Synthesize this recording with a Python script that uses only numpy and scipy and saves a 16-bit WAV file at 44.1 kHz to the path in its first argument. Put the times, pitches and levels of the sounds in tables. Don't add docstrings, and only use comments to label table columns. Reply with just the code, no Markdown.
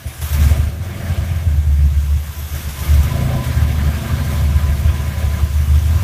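import sys
import numpy as np
from scipy import signal
from scipy.io import wavfile
from scipy.ndimage import uniform_filter1d, minimum_filter1d

SR = 44100
rng = np.random.default_rng(int(sys.argv[2]) if len(sys.argv) > 2 else 0)


def invert_db(level):
    return 10 ** (np.asarray(level, dtype=float) / 20)


def transcribe(signal):
    frames = np.atleast_2d(signal).T
    limited = np.clip(frames, -1, 1)
    pcm = np.round(limited * 32767).astype(np.int16)
    wavfile.write(sys.argv[1], SR, pcm)


N = 265923
T = np.arange(N) / SR

# (time [s], speed [turns/s], clean share of the firing tone [0-1])
SHAFT_SPEED = [(0, 7, .4), (.3, 7.9, .5), (.71, 9.1, .6), (.91, 9.8, .7), (1.2, 9.75, .7), (1.61, 8.1, .7),
               (2.15, 7.95, .7), (2.7, 7.9, .4), (3.0, 12.5, .7), (3.15, 14.4, .85), (3.37, 14.2, .85),
               (3.6, 12.7, .7), (3.8, 12.3, .8), (4.05, 12.9, .8), (4.25, 12.6, .85), (4.55, 11.8, .7),
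               (4.75, 12.2, .75), (6.03, 11, .6)]
# (time [s], load [dB], air [dB])
LOAD_AND_AIR = [(0.0, -40, -45.5), (0.23, -42.5, -39.5), (0.45, -30.5, -33.5), (0.75, -35, -45.5),
                (1.11, -28.5, -40.5), (1.66, -38.5, -45), (2.33, -42.5, -40), (2.45, -44.5, -39),
                (2.59, -38.5, -37), (2.74, -43, -37), (2.85, -34, -35), (3.27, -28, -38.5),
                (3.63, -29.5, -39), (4.35, -27.5, -37.5), (4.47, -31.5, -39.5), (5.41, -31.5, -39.5),
                (5.51, -38, -39.5), (6.03, -32, -38.5)]
# (multiple of shaft speed, level [dB])
SHAFT_ORDERS = [(4, -8), (5, -5), (6, -6), (7, 0), (8, -6), (9, 2), (10, -7), (11, 1), (12, -7), (13, -5),
                (14, -6), (15, -8), (16, 2), (17, -7), (18, -2), (19, -8), (20, -3), (21, -10)]
# (frequency [Hz], width [Hz], level [dB])
CELL_MODES = [(53, 37, -18.5), (82, 12.5, 3), (102, 15.6, 4), (126.4, 17.3, 4.5), (150.6, 10.9, -5)]
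# (frequency [Hz], density [dB/Hz])
RUMBLE_SPECTRUM = [(12, -47), (20, -24.5), (50, 19), (81, -7), (97, -6.5), (154, 7), (276, -12), (334, -35),
                   (420, -29.5), (550, -71), (920, -120)]
# (frequency [Hz], width [Hz], level [dB])
EXHAUST_PIPES = [(194.6, 28, 2.5), (224.5, 11.7, -2), (248.5, 39, -1)]
# (frequency [Hz], density [dB/Hz])
CLATTER_SPECTRUM = [(220, -10), (380, -3.5), (673, -6), (872, -6.5), (992, -1), (1450, -4.5), (1630, -4),
                    (1800, -4), (5000, -13.5), (6500, -75), (11000, -120)]
# (frequency [Hz], width [Hz], level [dB])
PANEL_MODES = [(1215, 25, -17), (1595, 40, -12.5), (1696, 30, -17), (2190, 90, -15)]
# (frequency [Hz], density [dB/Hz])
HISS_SPECTRUM = [(2060, -3), (3500, -1.5), (4240, -9), (5730, -3), (7700, -6), (11100, -7), (12800, -4),
                 (13900, -6), (15200, -8)]
# (time [s], frequency [Hz], level over the hiss [dB])
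STARTER_WHISTLES = [
    [(.05, 9600, -4), (.2, 10900, -4), (.3, 11900, -4), (.38, 13100, -12), (.5, 13550, -19)],
    [(2.2, 12900, -12), (2.35, 12700, -4), (2.55, 11870, -9), (2.72, 11140, -13), (2.86, 12160, -5),
     (2.97, 13360, -15), (3.05, 13740, -22)],
]
# (start [s], length [s], frequency [Hz], level over the hiss [dB])
STARTER_SQUEALS = [
    (0, .12, 9150, -17),
    (.21, .2, 12800, -13),
    (.21, .15, 11700, -17),
    (0.602, 0.17, 8900, -13),
    (.62, .07, 9500, -21),
    (2.271, 0.46, 12800, -13),
    (2.497, .16, 11560, -18),
    (2.79, 0.15, 12840, -18),
]
# (start [s], length [s], level [dB], pitch [Hz])
BOOM_SURGES = [(.04, .06, -30.5, 71), (0.176, 0.075, -21, 75.1), (0.296, 0.23, -9, 73.1),
               (0.504, 0.12, -17.5, 73), (0.783, .3, -21.5, 86.73), (1.247, 0.074, -15, 84.8),
               (1.387, .09, -18, 82), (1.474, 0.26, -11, 75.4), (1.661, .2, -6.5, 72.2),
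               (1.867, 0.18, -11.5, 71.5), (2.077, 0.14, -15.5, 73.55), (2.22, .1, -31, 71.6),
               (2.36, 0.09, -19, 75.4), (2.5, 0.053, -19.5, 74.56), (2.652, .22, -23, 70),
               (2.876, 0.12, -4, 73.5), (3.032, 0.37, -24, 72.26), (3.565, 0.34, -13, 74.87),
               (4.102, 0.037, -11, 78.3), (4.246, .3, -15, 73.4), (4.537, 0.27, -16, 72.6),
               (5.0, 0.2, -16.5, 73.94), (5.274, .18, -14, 72.9), (5.529, 0.11, -8.5, 75.14),
               (5.67, .105, -4.5, 74.6), (5.826, 0.098, -8.5, 77.16), (5.99, 0.057, -13, 87)]
# (time [s], peak [dB], length [ms])
HARD_FIRINGS = [(0.066, -10, 7), (0.242, -13.5, 25), (0.44, -2, 39), (0.517, 2.5, 6.3), (0.6, 1, 6.7),
                (0.639, -2.5, 9.6), (0.674, -4, 7.2), (0.727, -18, 62), (0.812, -17, 21),
                (1.082, -18, 23), (1.117, -6.5, 13.9), (1.185, -3, 9.2), (1.229, -5, 9.6),
                (1.325, -7, 9.7), (1.371, -7, 13.8), (1.476, -1.5, 11), (1.512, -4, 9.9),
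                (1.588, -2, 10.7), (1.85, -4, 51), (1.977, -4.5, 28), (2.124, -4.5, 53),
                (2.279, -16.5, 44), (2.55, -16.5, 47), (2.663, -13.5, 35), (2.82, -11.5, 12),
                (3.052, -6, 18), (3.397, -24, 12.5), (3.473, -11, 10.5), (3.506, -12, 27.7),
                (3.571, -2, 13), (3.633, -6, 31.4), (3.825, -10, 9.1), (3.879, -1.5, 9.4),
                (3.956, -3.5, 8.5), (4.129, -16, 27.5), (4.207, -11, 28), (4.409, -6.5, 23),
                (4.463, -6.5, 40), (4.499, -4, 9.7), (4.561, 2, 11.5), (4.644, -2, 8.05), (4.685, -4, 9.6),
                (4.722, -7.5, 22), (4.802, -11, 18), (4.858, 1, 8.8), (4.891, 0, 14.4),
                (4.943, -10.5, 20.5), (5.005, -11, 27), (5.03, -17, 12.2), (5.089, -26, 11.1),
                (5.241, -5, 14.3), (5.268, -1.5, 13), (5.43, -2, 13.4), (5.508, -9, 22.8), (5.733, -14, 34),
                (5.83, -8, 14), (5.891, -14, 19), (5.923, -3.5, 13), (5.964, -2, 13.4)]
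# (first [s], gap [s], number, peak [dB], length [ms])
EVEN_FIRINGS = [
    (2.935, .063, 2, -4, 9),
    (3.111, .0355, 8, -14, 14),
    (4.0, .036, 3, -18, 16),
]
# (time [s], lift [dB], length [ms])
AIR_SPURTS = [(0.069, 5.5, 31), (.215, 7.5, 97), (.33, 5, 30), (2.23, 1.5, 19), (2.389, 3.5, 25),
              (2.55, 4, 42), (2.69, 3.5, 22), (2.79, 3, 62), (2.94, 4, 16), (3.031, 6.5, 17.7),
              (3.439, 4.5, 86), (4.3, 1.5, 80), (5.18, 2.5, 53)]
# (frequency [Hz], width [Hz], level [dB])
SHORT_PIPE_MODES = [(343, 23, 2), (435, 23, -5), (551, 43, 1), (670, 58, 2.5), (775, 20, -4)]
# (time [s], lift [dB], length [s])
PIPE_BARKS = [(.07, 9, 0.025), (.54, 4.5, 0.065), (.7, 2.5, 0.052), (1.05, 2.5, .05), (2.38, 7, .03),
              (2.55, 10, 0.027), (3.19, 5.5, 0.092), (3.34, 6.5, .06), (4.0, 0, .05), (4.27, -3, .05),
              (4.59, 2, 0.028), (4.69, 4, 0.029), (5.23, 3.5, 0.068), (5.41, 0, 0.028), (5.85, 0.5, 0.029)]
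# (time [s], level [dB], length [s])
GEAR_SWELLS = [
    (2.378, -44, 0.026),
    (2.794, -40, 0.044),
    (3.142, -38, .1),
    (3.4, -36, 0.063),
    (3.598, -44.5, .15),
    (4.303, -41.5, 0.17),
    (4.636, -38.5, 0.081),
    (5.008, -42, .1),
    (5.3, -43.5, 0.19),
    (5.974, -43, .1),
]


def evened(x):
    return x / np.sqrt(np.mean(x ** 2) + 1e-20)


def levelled(x, span_s=0.29):
    power = abs(uniform_filter1d(x ** 2, int(span_s * SR)))
    return x / np.sqrt(power + 1e-12)


def curves(rows):
    s, *columns = np.transpose(rows)
    return [np.interp(T, s, column) for column in columns]


def bumps(rows):
    coarse = T[::64]
    bells = sum(height * np.exp(-((coarse - s) / length) ** 2) for s, height, length in rows)
    return np.interp(T, coarse, bells)


def resonate(x, hz, *widths):
    turn = np.exp(2j * np.pi * np.cumsum(hz * np.ones(len(x))) / SR)
    low = x * turn.conj()
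    for r in np.exp(-np.pi * np.array(widths) / SR):
        low = signal.lfilter([1 - r], [1, -r], low)
    return 2 * (turn * low).real


def rung(drive, modes):
    total = 0
    for k, (hz, width, db) in enumerate(modes):
        total = total + (-1) ** k * invert_db(db) * evened(resonate(drive, hz, width, 3 * width))
    return evened(total)


def noise(points, patchy_db, flicker_db, size):
    frames, hz = 4 * N // size + 5, np.fft.rfftfreq(size, 1 / SR)
    real, imaginary, patches = rng.standard_normal((frames, len(hz), 3)).T
    patches = uniform_filter1d(patches, size // 64, 0)
    patches = evened(uniform_filter1d(patches, 8192 // size, 1))
    flicker = evened(uniform_filter1d(rng.standard_normal(frames), 4096 // size))
    f, db = np.transpose(points)
    shape_db = np.interp(np.log(hz + 1), np.log(f + 1), db)[:, None]
    shape_db = shape_db + patchy_db * patches + flicker_db * flicker
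    spectra = (real + 1j * imaginary) * invert_db(shape_db)
    return evened(signal.istft(spectra, nperseg=size, noverlap=size * 3 // 4)[1][:N])


def firings():
    rate, clean = curves(SHAFT_SPEED)
    wander = evened(uniform_filter1d(rng.standard_normal(N), 6000))
    angle = 2 * np.pi * (np.cumsum(rate) / SR + .007 * wander)
    knots = np.arange(0, N / SR + .3, .2)
    orders = np.zeros(N)
    for k, db in SHAFT_ORDERS:
        fading_db = np.interp(T, knots, 3.5 * rng.standard_normal(len(knots)))
        orders += invert_db(db + fading_db) * np.cos(k * angle + 2 * np.pi * rng.random())
    combustion = np.sqrt(SR / 1500) * rng.standard_normal(N)
    return clean * evened(orders) + (1 - clean) * combustion


def exhaust(thrum_db, roar_db, swell):
    drive = firings()
    rumble = noise(RUMBLE_SPECTRUM, patchy_db=-1.0, flicker_db=-3.0, size=2048)
    thrum = levelled(rung(drive, CELL_MODES) + invert_db(-7) * rumble, span_s=0.13)
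    punch = (swell + 0.04) / (uniform_filter1d(swell, 6000) + 0.27)
    roar = levelled(rung(drive, EXHAUST_PIPES), span_s=0.197)
    return invert_db(thrum_db) * thrum * punch ** 0.17 + invert_db(roar_db) * roar


def clatter(db):
    rattle = noise(CLATTER_SPECTRUM, patchy_db=2.0, flicker_db=0.8, size=512)
    panels = sum(invert_db(level) * evened(resonate(rattle, hz, width)) for hz, width, level in PANEL_MODES)
    return invert_db(db) * evened(rattle + panels)


def hiss(db):
    air = noise(HISS_SPECTRUM, patchy_db=1.2, flicker_db=.7, size=512)
    breath, whistle = rng.standard_normal(N), np.zeros(N)
    for rows in STARTER_WHISTLES:
        near = slice(round(rows[0][0] * SR), round(rows[-1][0] * SR))
        hz, over_db = (curve[near] for curve in curves(rows))
        whistle[near] += invert_db(over_db - 3) * evened(resonate(breath[near], hz, 1100, 1600))
    for s, length, hz, over_db in STARTER_SQUEALS:
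        near = slice(round(s * SR), round((s + length) * SR))
        squeal = evened(resonate(breath[near][::-1], hz, 220, 400))
        whistle[near] += invert_db(over_db) * signal.windows.tukey(len(squeal), .4) * squeal
    return invert_db(db + 2.86) * (air + whistle)


def surges():
    rise_s, fall_s, lull_db = 0.022, 0.02444, -34.5
    power = invert_db(2 * lull_db) * np.ones(N)
    pull = 73.5 * power
    for s, length, db, hz in BOOM_SURGES:
        near = slice(round(s * SR), round((s + length + 8 * fall_s) * SR))
        lag = T[near] - s
        build = np.minimum(lag / rise_s, 1) ** 2
        ring_out = np.exp(-2 * np.maximum(lag - length, 0) / fall_s)
        run = invert_db(2 * db) * build * ring_out
        power[near] += run
        pull[near] += hz * run
    return pull / power, np.sqrt(power)


def swells():
    power = np.zeros(N)
    even = [(s + k * gap, db, ms) for s, gap, number, db, ms in EVEN_FIRINGS for k in range(number)]
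    for s, db, ms in [*HARD_FIRINGS, *even]:
        near = slice(max(round((s - .1) * SR), 0), round((s + 0.085) * SR))
        lag = (T[near] - s) / (ms / 1000)
        power[near] += invert_db(2 * db) * np.exp(-(lag / np.where(lag < 0, .6, .8)) ** 2)
    return np.sqrt(power)


def boom(hz, height, swell):
    waver = uniform_filter1d(rng.standard_normal(N), 900)
    waver = evened(uniform_filter1d(waver, 900))
    tone = np.cos(2 * np.pi * np.cumsum(hz + 1.45 * waver) / SR)
    ring = tone * np.hypot(invert_db(-1.0) * height, invert_db(-3) * swell)
    booth = signal.butter(3, 58, "high", fs=SR, output="sos")
    early = np.roll(ring, -round(0.0044 * SR))
    return signal.sosfilt(booth, early)


def spurts():
    return invert_db(sum(db * (T >= s) * np.exp(-abs(T - s) / (ms / 1000)) for s, db, ms in AIR_SPURTS))


def throat(db):
    return invert_db(db) * levelled(rung(rng.standard_normal(N), SHORT_PIPE_MODES))


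def gear():
    hum = levelled(resonate(rng.standard_normal(N), 1011, 18, 36), span_s=.08)
    steady = invert_db(-50.5) * np.clip((T - 2.78) / .2, 0, 1)
    lifts = bumps([(s, invert_db(db), length) for s, db, length in GEAR_SWELLS])
    return hum * np.hypot(steady, lifts)


def scene():
    load_db, air_db = curves(LOAD_AND_AIR)
    over_idle_db = load_db + 31
    swell, puff, bark_db = swells(), spurts(), bumps(PIPE_BARKS)
    hz, height = surges()
    rev_db = 2.8 * np.maximum(curves(SHAFT_SPEED)[0] - 12.47, 0)
    boom_db = uniform_filter1d(20 * np.log10(np.hypot(height, 0.45 * swell)), size=2500) + 14

    thrum_db = -19.5 + 0.51 * over_idle_db + 0.43 * boom_db + rev_db
    roar_db = -34 + 1.36 * over_idle_db + 0.035 * boom_db + 0.3 * bark_db
    throat_db = -39 + over_idle_db + bark_db
    clatter_db = -35 + 0.59 * over_idle_db + 0.6 * (air_db + 37.5)

    engine = boom(hz, height, swell) + exhaust(thrum_db, roar_db, swell) + throat(throat_db) + gear()
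    leaks = np.sqrt(puff) * clatter(clatter_db) + puff * hiss(air_db - 0.5)
    return (engine + leaks)[None]


def roll_off(x):
    return signal.sosfilt(signal.butter(12, 15870, fs=SR, output="sos"), x)


def record(dry):
    thin = signal.sosfilt(signal.butter(2, 34, "high", fs=SR, output="sos"), dry)
    room_left = np.minimum(.88 / (abs(thin) + 1e-9), 1)
    gain = uniform_filter1d(minimum_filter1d(room_left, size=801), size=401)
    band_limit = signal.firwin(1023, 15330, window=("kaiser", 10), fs=SR)
    limited = signal.oaconvolve(thin * gain, band_limit[None], "same")
    return roll_off(limited)


dry = scene()
out = record(dry)
transcribe(out)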